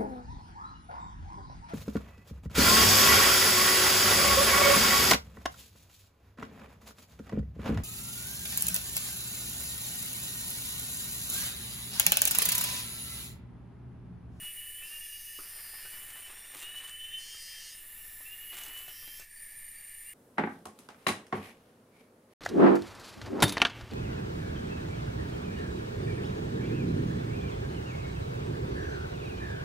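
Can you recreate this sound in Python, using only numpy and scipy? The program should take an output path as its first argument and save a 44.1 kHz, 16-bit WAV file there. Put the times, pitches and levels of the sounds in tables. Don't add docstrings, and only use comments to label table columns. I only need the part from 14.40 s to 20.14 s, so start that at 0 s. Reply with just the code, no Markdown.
import sys
import numpy as np
from scipy import signal
from scipy.fft import rfft, irfft
from scipy.io import wavfile

SR = 44100
rng = np.random.default_rng(int(sys.argv[2]) if len(sys.argv) > 2 else 0)


def file_out(sig):
    cols = np.atleast_2d(sig).T
    lim = np.clip(cols, -1, 1)
    pcm = np.round(lim * 32767).astype(np.int16)
    wavfile.write(sys.argv[1], SR, pcm)


N = 252957

MOVE_S = 4.84
EDGE_HZ = 15520
SLOW_ECHO, QUICK_ECHO = 0.32, 0.42
CRICKET_HZ, CRICKET_FULL_DB, CRICKET_HZ_PER_DB = 9225, -49, 15
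STROKE_ATTACK_S, STROKE_RELEASE_S = 0.014, 0.05

# (pitch [Hz], strength [dB per Hz, relative])
AIR_SPECTRUM = [(15, 10), (30, -7.5), (60, -5), (120, -11), (250, -20), (600, -22.5), (1300, -21.5),
                (3500, -18), (6300, -21), (8300, -14), (10000, -18), (15500, -14)]
AIR_LEVELS = [-53.5, -56.5]
# (pitch [Hz], width [Hz], level at first place [dB], level at second [dB])
CHORUS_KINDS = [(1792, 199, -60.5, -60.5), (1803, 60, -66.5, -65.5), (2062, 290, -65.5, -63.5),
                (2334, 260, -67, -66), (2647, 98, -68.5, -74.5), (2874, 130, -66, -73),
                (7410, 870, -67, -68), (10900, 1200, -63, -64), (12720, 2400, -59, -57.5),
                (15100, 2000, -59.5, -61.5)]
# (start [s], end [s], first pitch [Hz], last pitch [Hz], width [Hz], level [dB])
FAR_CALLS = [(1.8, 2.2, 5520, 5620, 99, -64.5), (1.4, 2.5, 3800, 3640, 200, -78),
             (1.85, 2.5, 3400, 3900, 180, -65), (2.78, 3.46, 2830, 2900, 280, -59.5),
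             (4.7, 3.72, 3200, 2950, 28, -65), (3.55, 3.92, 5600, 5480, 470, -69),
             (2.9, 4.5, 3800, 3400, 710, -71), (4.4, 5.2, 5400, 5400, 1600, -70)]
# (time [s], level [dB])
CRICKET_EFFORT = [(0, -49), (3.4, -54.5), (3.55, -61), (4.8, -68), (4.96, -46), (5.12, -50), (5.74, -48)]
# (pitch [factor on the centre], width [Hz], share at first place [dB], share at second [dB])
CRICKET_VOICES = [(.972, 53, -7.5, -7), (.9915, 100, -6.5, -3), (1, 99, -4.5, 0.5), (1.02, 32, -3.5, -17),
                  (1.003, 620, 2, -2)]
# (pitch [Hz], strength [dB per Hz, relative])
LEAF_SPECTRUM = [(200, -18), (700, -6.5), (1500, -1), (3000, 5), (5000, -5.5), (8000, 0), (12000, -1.5),
                 (15500, 0)]
# (pitch [Hz], strength [dB per Hz, relative])
LITTER_SPECTRUM = [(60, -34), (170, -9), (400, -6), (650, -5.5), (1100, -2), (1600, 1), (2500, -1),
                   (4500, -12.5), (9000, -38)]
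# (start [s], end [s], crackle [dB], scraping [dB], fade over the stroke [dB])
LEAF_STROKES = [(0.013, 0.041, -46, -61, 4.5), (0.4, 0.604, -72, -63.5, 6.5),
                (1.007, 1.642, -61.5, -63, -1), (1.656, 2.5, -56.5, -61.5, 0.5),
                (2.137, 2.227, -47, -73, 1.5), (2.354, 2.508, -51, -73, 8), (2.503, 4.1, -72, -72, 0),
                (4.115, 4.486, -46, -53.5, 10.5), (4.47, 4.78, -61, -69, 10), (4.785, 4.79, -50, -69, 5)]
# (time [s], peak level [dB])
LEAF_CRACKS = [(0.031, -47), (2.169, -36), (2.2015, -30.5), (2.409, -43), (2.495, -33), (4.17, -32.5),
               (4.186, -31.5), (4.236, -29.5), (4.282, -36), (4.376, -35), (4.39, -35), (4.798, -32.5)]
# (time [s], peak level [dB], main ring
# [Hz], thud [Hz], thud in the mix [dB])
STICK_KNOCKS = [(.023, -44, 1235, 193, 17), (0.988, -38.5, 1270, 480, -6), (1.185, -43, 2200, 400, -25.5),
                (1.333, -49, 894, 330, -14), (1.449, -43.5, 1310, 405, -18), (1.755, -53, 900, 330, -21),
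                (1.898, -50, 1180, 400, -5), (2.154, -42, 1270, 356, 1), (2.437, -47.5, 1090, 400, -15),
                (2.945, -50.5, 1300, 400, 2), (3.806, -49, 1070, 400, -7), (4.186, -56, 1380, 400, -3),
                (4.278, -47.5, 930, 453, 4), (4.48, -46.5, 740, 437.5, 3), (4.626, -51, 1230, 404, -12),
                (4.676, -42, 2200, 335, -11), (4.796, -46, 1255, 400, -27)]
# (pitch [factor on the main ring], strength [dB], time to fall 60 dB [s])
STICK_MODES = [(.55, -4, 0.008), (.8, -7, 0.0099), (1, 6, 0.02), (1.2, -3, 0.086), (1.85, -2, 0.028),
               (3.1, -22, 0.015)]
# (time [s], rib rate [Hz], level [dB])
SHRILL_BOUTS = [
    [(0, 1843, -49), (.8, 1830, -49.5), (1.55, 1834, -48.5), (1.72, 1795, -51.5), (1.88, 1760, -58)],
    [(3.33, 1857, -56), (3.48, 1834, -49.5), (4.1, 1840, -49), (4.78, 1832, -49.5), (4.87, 1850, -74)],
]
# (harmonic [number], strength [dB, relative])
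SHRILL_HARMONICS = [(5, -10), (6, -.5), (7, 2), (8, 0.5)]
# (start [s], end [s], click pairs [per s], level [dB], treble edge [Hz], swell [s])
BUZZ_CALLS = [(0.412, 1.08, 142.3, -56.5, 6760, 0.053), (0.977, 1.62, 145.1, -57.5, 6300, 0.042),
              (2.764, 3.373, 150.0, -49, 8750, 0.045), (4.446, 4.867, 143.3, -56.5, 6470, 0.1)]
# (pitch [Hz], width [Hz], strength [dB, relative])
BUZZ_RESONANCES = [(3153, 27, 2), (3500, 1040, -12.5), (4354, 28, -1.5), (4670, 250, -7), (4940, 81, 0.5),
                   (5215, 134, 0.5), (5630, 210, -2), (6080, 123, -3), (6450, 85, 0), (6800, 130, -4),
                   (7950, 600, -8)]
# (start [s], end [s], pitch approached at the end [Hz],
# first level [dB], last level [dB], crest [s], slow swells [per s], quick swells [per s])
WHISTLE_CALLS = [(-.2, .464, 2989, -48.5, -52, 0.076, 2.6, 5.9),
                 (.41, 1.03, 2928, -50.5, -56, 0.65, 2.94, 9.1),
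                 (1.357, 1.892, 3015, -59.5, -56.5, 1.84, 3.16, 10.3),
                 (2.205, 2.81, 3058, -51, -43, 2.75, 2.27, 8.35),
                 (3.85, 4.538, 2994, -53, -53.5, 4.11, 4.1, 11.5),
                 (4.791, 4.878, 2850, -61, -69, 4.82, 3, 10), (5.34, 5.597, 2885, -75, -63, 5.1, 4.5, 6.5),
                 (5.641, 5.802, 2930, -62.5, -56, 5.6, 3, 9.8)]
# (harmonic [number], strength [dB, relative])
WHISTLE_HARMONICS = [(8, -25), (9, -12), (10, 2.5), (11, -18.5), (12, -21), (13, -37), (18, -40),
                     (19, -26.5), (20, -26), (21, -55)]


def amp(db):
    return 10 ** (np.asarray(db) / 20)


def evened(x):
    return x / np.sqrt(np.mean(abs(x) ** 2) + 1e-20)


def clock():
    return np.arange(N) / SR


def curves(rows):
    times, *columns = np.transpose(rows)
    return [np.interp(clock(), times, column) for column in columns]


def gate(start, end, rise=0.015, fall=0.012):
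    opening = np.clip((clock() - start) / rise, 0, 1)
    closing = np.clip((end - clock()) / fall, 0, 1)
    return opening * closing


def colour(x, points):
    f, db = np.transpose(points)
    hz = np.fft.rfftfreq(N, 1 / SR)
    gain = amp(np.interp(np.log(hz + 1), np.log(f), db))
    return evened(irfft(rfft(x) * gain, N))


def wander(rate):
    hz = np.fft.rfftfreq(N, 1 / SR)
    slow = rfft(rng.standard_normal(N)) / (1 + (hz / rate) ** 4)
    return evened(irfft(slow, N))


def turns(hz):
    return 2 * np.pi * np.cumsum(hz * np.ones(N)) / SR


def blur(hz, width):
    phase = turns(hz)
    return evened(wander(width / 2) * np.cos(phase) + wander(width / 2) * np.sin(phase))


def forest(x, wet_db, t60):
    t = np.arange(SR // 2) / SR
    sparse = (rng.random(len(t)) < 1 / 20) * (t > 0.004)
    taps = rng.standard_normal(len(t)) * sparse * amp(-60 * t / t60)
    echoes = signal.fftconvolve(x, taps / np.linalg.norm(taps))[:N]
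    wet = amp(wet_db)
    return (x + wet * echoes) / np.sqrt(1 + wet ** 2)


def by_place(first_db, second_db):
    return amp(np.interp(clock(), [MOVE_S - 0.025, MOVE_S + 0.022], [first_db, second_db]))


def dip(depth_db=-3.5, low_s=0.026, recovered_s=0.19):
    return amp(depth_db * np.interp(clock(), [MOVE_S, MOVE_S + low_s, MOVE_S + recovered_s], [0, 1, 0]))


def air(swell_db=1.16):
    noise = colour(rng.standard_normal(N), AIR_SPECTRUM)
    return noise * by_place(*AIR_LEVELS) * amp(swell_db * wander(0.78))


def chorus(swell_db=1.8):
    return sum(blur(hz, width) * by_place(first, second) * amp(swell_db * wander(1.7))
               for hz, width, first, second in CHORUS_KINDS)


def far_whines():
    total = np.zeros(N)
    for start, end, first, last, width, db in FAR_CALLS:
        hz = np.interp(clock(), [start, end], [first, last])
        total += amp(db) * blur(hz, width) * gate(start, end, rise=0.072, fall=0.065)
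    return total


def lone_cricket(hz=4600, chirp_hz=16.5, depth=0.25, db=-77):
    strokes = 1 + depth * np.cos(turns(chirp_hz * (1 + 0.17 * wander(7.9))))
    return amp(db) * evened(strokes * blur(hz, 41)) * (clock() > MOVE_S)


def crickets(throb_hz=31, throb=0.078, drift_hz=12, swell_db=0.35):
    effort_db, = curves(CRICKET_EFFORT)
    sag_hz = CRICKET_HZ_PER_DB * (effort_db - CRICKET_FULL_DB)
    hz = CRICKET_HZ + sag_hz + drift_hz * wander(6.57)
    voices = np.zeros(N)
    for factor, width, first, second in CRICKET_VOICES:
        wings = 1 + throb * np.sin(turns(throb_hz * (1 + 0.154 * wander(4.2))))
        voices += by_place(first, second) * blur(hz * factor, width) * wings
    return evened(voices) * amp(effort_db + swell_db * wander(3.7))


def rustle(level, spectrum, per_s, spread_db, clump_db, level_db):
    snaps = rng.standard_normal(N) * (rng.random(N) < per_s / SR)
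    snaps *= amp(spread_db * np.minimum(rng.exponential(1, N), 4))
    return colour(snaps * amp(clump_db * wander(34)), spectrum) * level * amp(level_db)


def stroke(start, end, fade_db):
    fade = amp(np.interp(clock(), [start, end], [0, -fade_db]))
    return gate(start, end + STROKE_RELEASE_S, STROKE_ATTACK_S, STROKE_RELEASE_S) * fade


def leaves():
    crackle = np.linalg.norm([amp(db) * stroke(start, end, fade)
                              for start, end, db, _, fade in LEAF_STROKES], axis=0)
    scrape = np.linalg.norm([amp(db) * stroke(start, end, fade)
                             for start, end, _, db, fade in LEAF_STROKES], axis=0)
    return (rustle(crackle, LEAF_SPECTRUM, per_s=3200, spread_db=2.0, clump_db=3.5, level_db=1.0)
            + rustle(scrape, LITTER_SPECTRUM, per_s=1300, spread_db=0.5, clump_db=1.9, level_db=2.5))


def cracks(decay_s=0.0028, ring_hz=7900, ring_width_hz=1900, ring_db=8):
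    t, hits = np.arange(SR // 30) / SR, np.zeros(N + SR)
    blade = signal.iirpeak(ring_hz, ring_hz / ring_width_hz, fs=SR)
    for s, db in LEAF_CRACKS:
        burst = np.diff(rng.standard_normal(len(t) + 1)) * np.exp(-t / decay_s)
        burst = signal.lfilter([1], [1, -0.5], burst)
        burst = burst + amp(ring_db) * signal.lfilter(*blade, burst)
        hits[round(s * SR):][:len(t)] += amp(db) * burst / abs(burst).max()
    return hits[:N]


def sticks(thud_t60=0.022, contact_s=0.0046):
    t, out = np.arange(SR // 5) / SR, np.zeros(N + SR)
    for s, db, hz, thud_hz, thud_db in STICK_KNOCKS:
        ring = amp(thud_db - 60 * t / thud_t60) * np.sin(2 * np.pi * thud_hz * t)
        for factor, mode_db, t60 in STICK_MODES:
            mode_hz = hz * factor * rng.uniform(0.94, 1.04)
            ring += amp(mode_db - 60 * t / t60) * np.sin(2 * np.pi * mode_hz * t)
        contact = rng.standard_normal(len(t)) * np.exp(-t / contact_s)
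        knock = signal.fftconvolve(ring, contact)[:len(t)]
        out[round(s * SR):][:len(t)] += amp(db) * knock / abs(knock).max()
    return out[:N]


def shrill(rows, stroke_hz=168, depth=0.25, jitter=0.006, clear_db=-5, skirt_hz=1000, skirt_db=2):
    hz, db = curves(rows)
    steady = turns(hz * (1 + 0.000323 * wander(11.8)))
    uneven = steady + turns(hz * jitter * wander(108.2))
    strokes = 1 + depth * np.cos(turns(stroke_hz * (1 + 0.0766 * wander(28.6))))
    skirt = amp(skirt_db) * wander(skirt_hz / 2)
    voice = np.zeros(N)
    for k, d in SHRILL_HARMONICS:
        rough = strokes * np.cos(k * uneven) + skirt * np.sin(k * uneven)
        clear = amp(clear_db) * np.cos(k * steady)
        voice += amp(d) * (rough + clear)
    return evened(voice) * amp(db) * gate(rows[0][0] - 0.01, rows[-1][0])


def buzz_body(hz, edge_hz):
    power = sum(amp(d) ** 2 / (1 + (2 * (hz - f) / w) ** 2 / 2) ** 2 for f, w, d in BUZZ_RESONANCES)
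    return np.sqrt(power / (1 + (hz / edge_hz) ** 20) ** 2)


def buzz(start, end, rate, db, edge_hz, swell_s, jitter=0.001125, sag=0.0128, uneven_db=-10,
         fade_db=4.5, rasp_db=-16, fray_db=9):
    tiring = (1 - gate(-1, end, fall=0.131)) ** 2
    level = gate(start, end, rise=swell_s, fall=0.066)
    on = level > 0
    t = clock()[on]
    phase = turns(rate / 2 * (1 + jitter * wander(36)) * (1 - sag * tiring))[on]
    order = np.arange(36, 116)
    heights = buzz_body(order * rate / 2, edge_hz) * amp(uneven_db * (order % 2))
    tone = np.zeros(len(t))
    for k, height in zip(order, heights):
        flex = amp(fade_db * np.sin(2 * np.pi * (rng.uniform(1, 6) * t + rng.random())))
        tone += height * flex * np.cos(k * phase + rng.normal(0, 1.45))
    clicks = np.zeros(N)
    clicks[on] = evened(tone)
    hz = np.geomspace(1000, 12000, 300)
    body_db = 20 * np.log10(buzz_body(hz, edge_hz))
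    rasp = colour(rng.standard_normal(N), np.transpose([hz, body_db]))
    return amp(db) * level * (clicks + amp(rasp_db + fray_db * np.sqrt(tiring)) * rasp)


def swells(crest, slow_per_s, quick_per_s):
    t = clock() - crest
    slow = abs(1 + SLOW_ECHO * np.exp(2j * np.pi * slow_per_s * t))
    quick = abs(1 + QUICK_ECHO * np.exp(2j * np.pi * quick_per_s * t))
    return slow * quick


def whistle(start, end, top_hz, first_db, last_db, crest, slow_per_s, quick_per_s,
            climb_hz_per_s=185, swoop_hz=260, swoop_s=0.05, jitter=0.0012, flutter=0.13, lift_db=1):
    t = np.clip(clock(), start, end)
    hz = top_hz - climb_hz_per_s * (end - t) - swoop_hz * np.exp((start - t) / swoop_s)
    click_phase = turns(hz * (1 + jitter * wander(89))) / 10
    tone = sum(amp(d) * np.cos(k * click_phase + 2 * np.pi * rng.random()) for k, d in WHISTLE_HARMONICS)
    level = amp(np.interp(t, [start, end], [first_db, last_db]) + lift_db)
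    level = level * swells(crest, slow_per_s, quick_per_s) * (1 + flutter * wander(37))
    return evened(tone) * level * gate(start, end, rise=0.017, fall=0.06)


def scene():
    background = air() + chorus() + far_whines() + crickets()
    handling = forest(leaves() + cracks(), wet_db=-7.5, t60=0.14)
    handling = handling + forest(sticks(), wet_db=-4.5, t60=0.16)
    shrills = forest(sum(shrill(rows) for rows in SHRILL_BOUTS) + lone_cricket(), wet_db=0.5, t60=0.21)
    buzzes = forest(sum(buzz(*row) for row in BUZZ_CALLS), wet_db=-2.5, t60=0.31)
    whistles = forest(sum(whistle(*row) for row in WHISTLE_CALLS), wet_db=-5.5, t60=0.53)
    mono = background + handling + shrills + buzzes + whistles
    return np.array([mono, mono]) * dip()


def record(dry):
    lowpass = signal.firwin(1023, EDGE_HZ, window=("kaiser", 8), fs=SR)
    return signal.oaconvolve(dry, lowpass[None], "same", axes=1)


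dry = scene()
out = record(dry)
file_out(out)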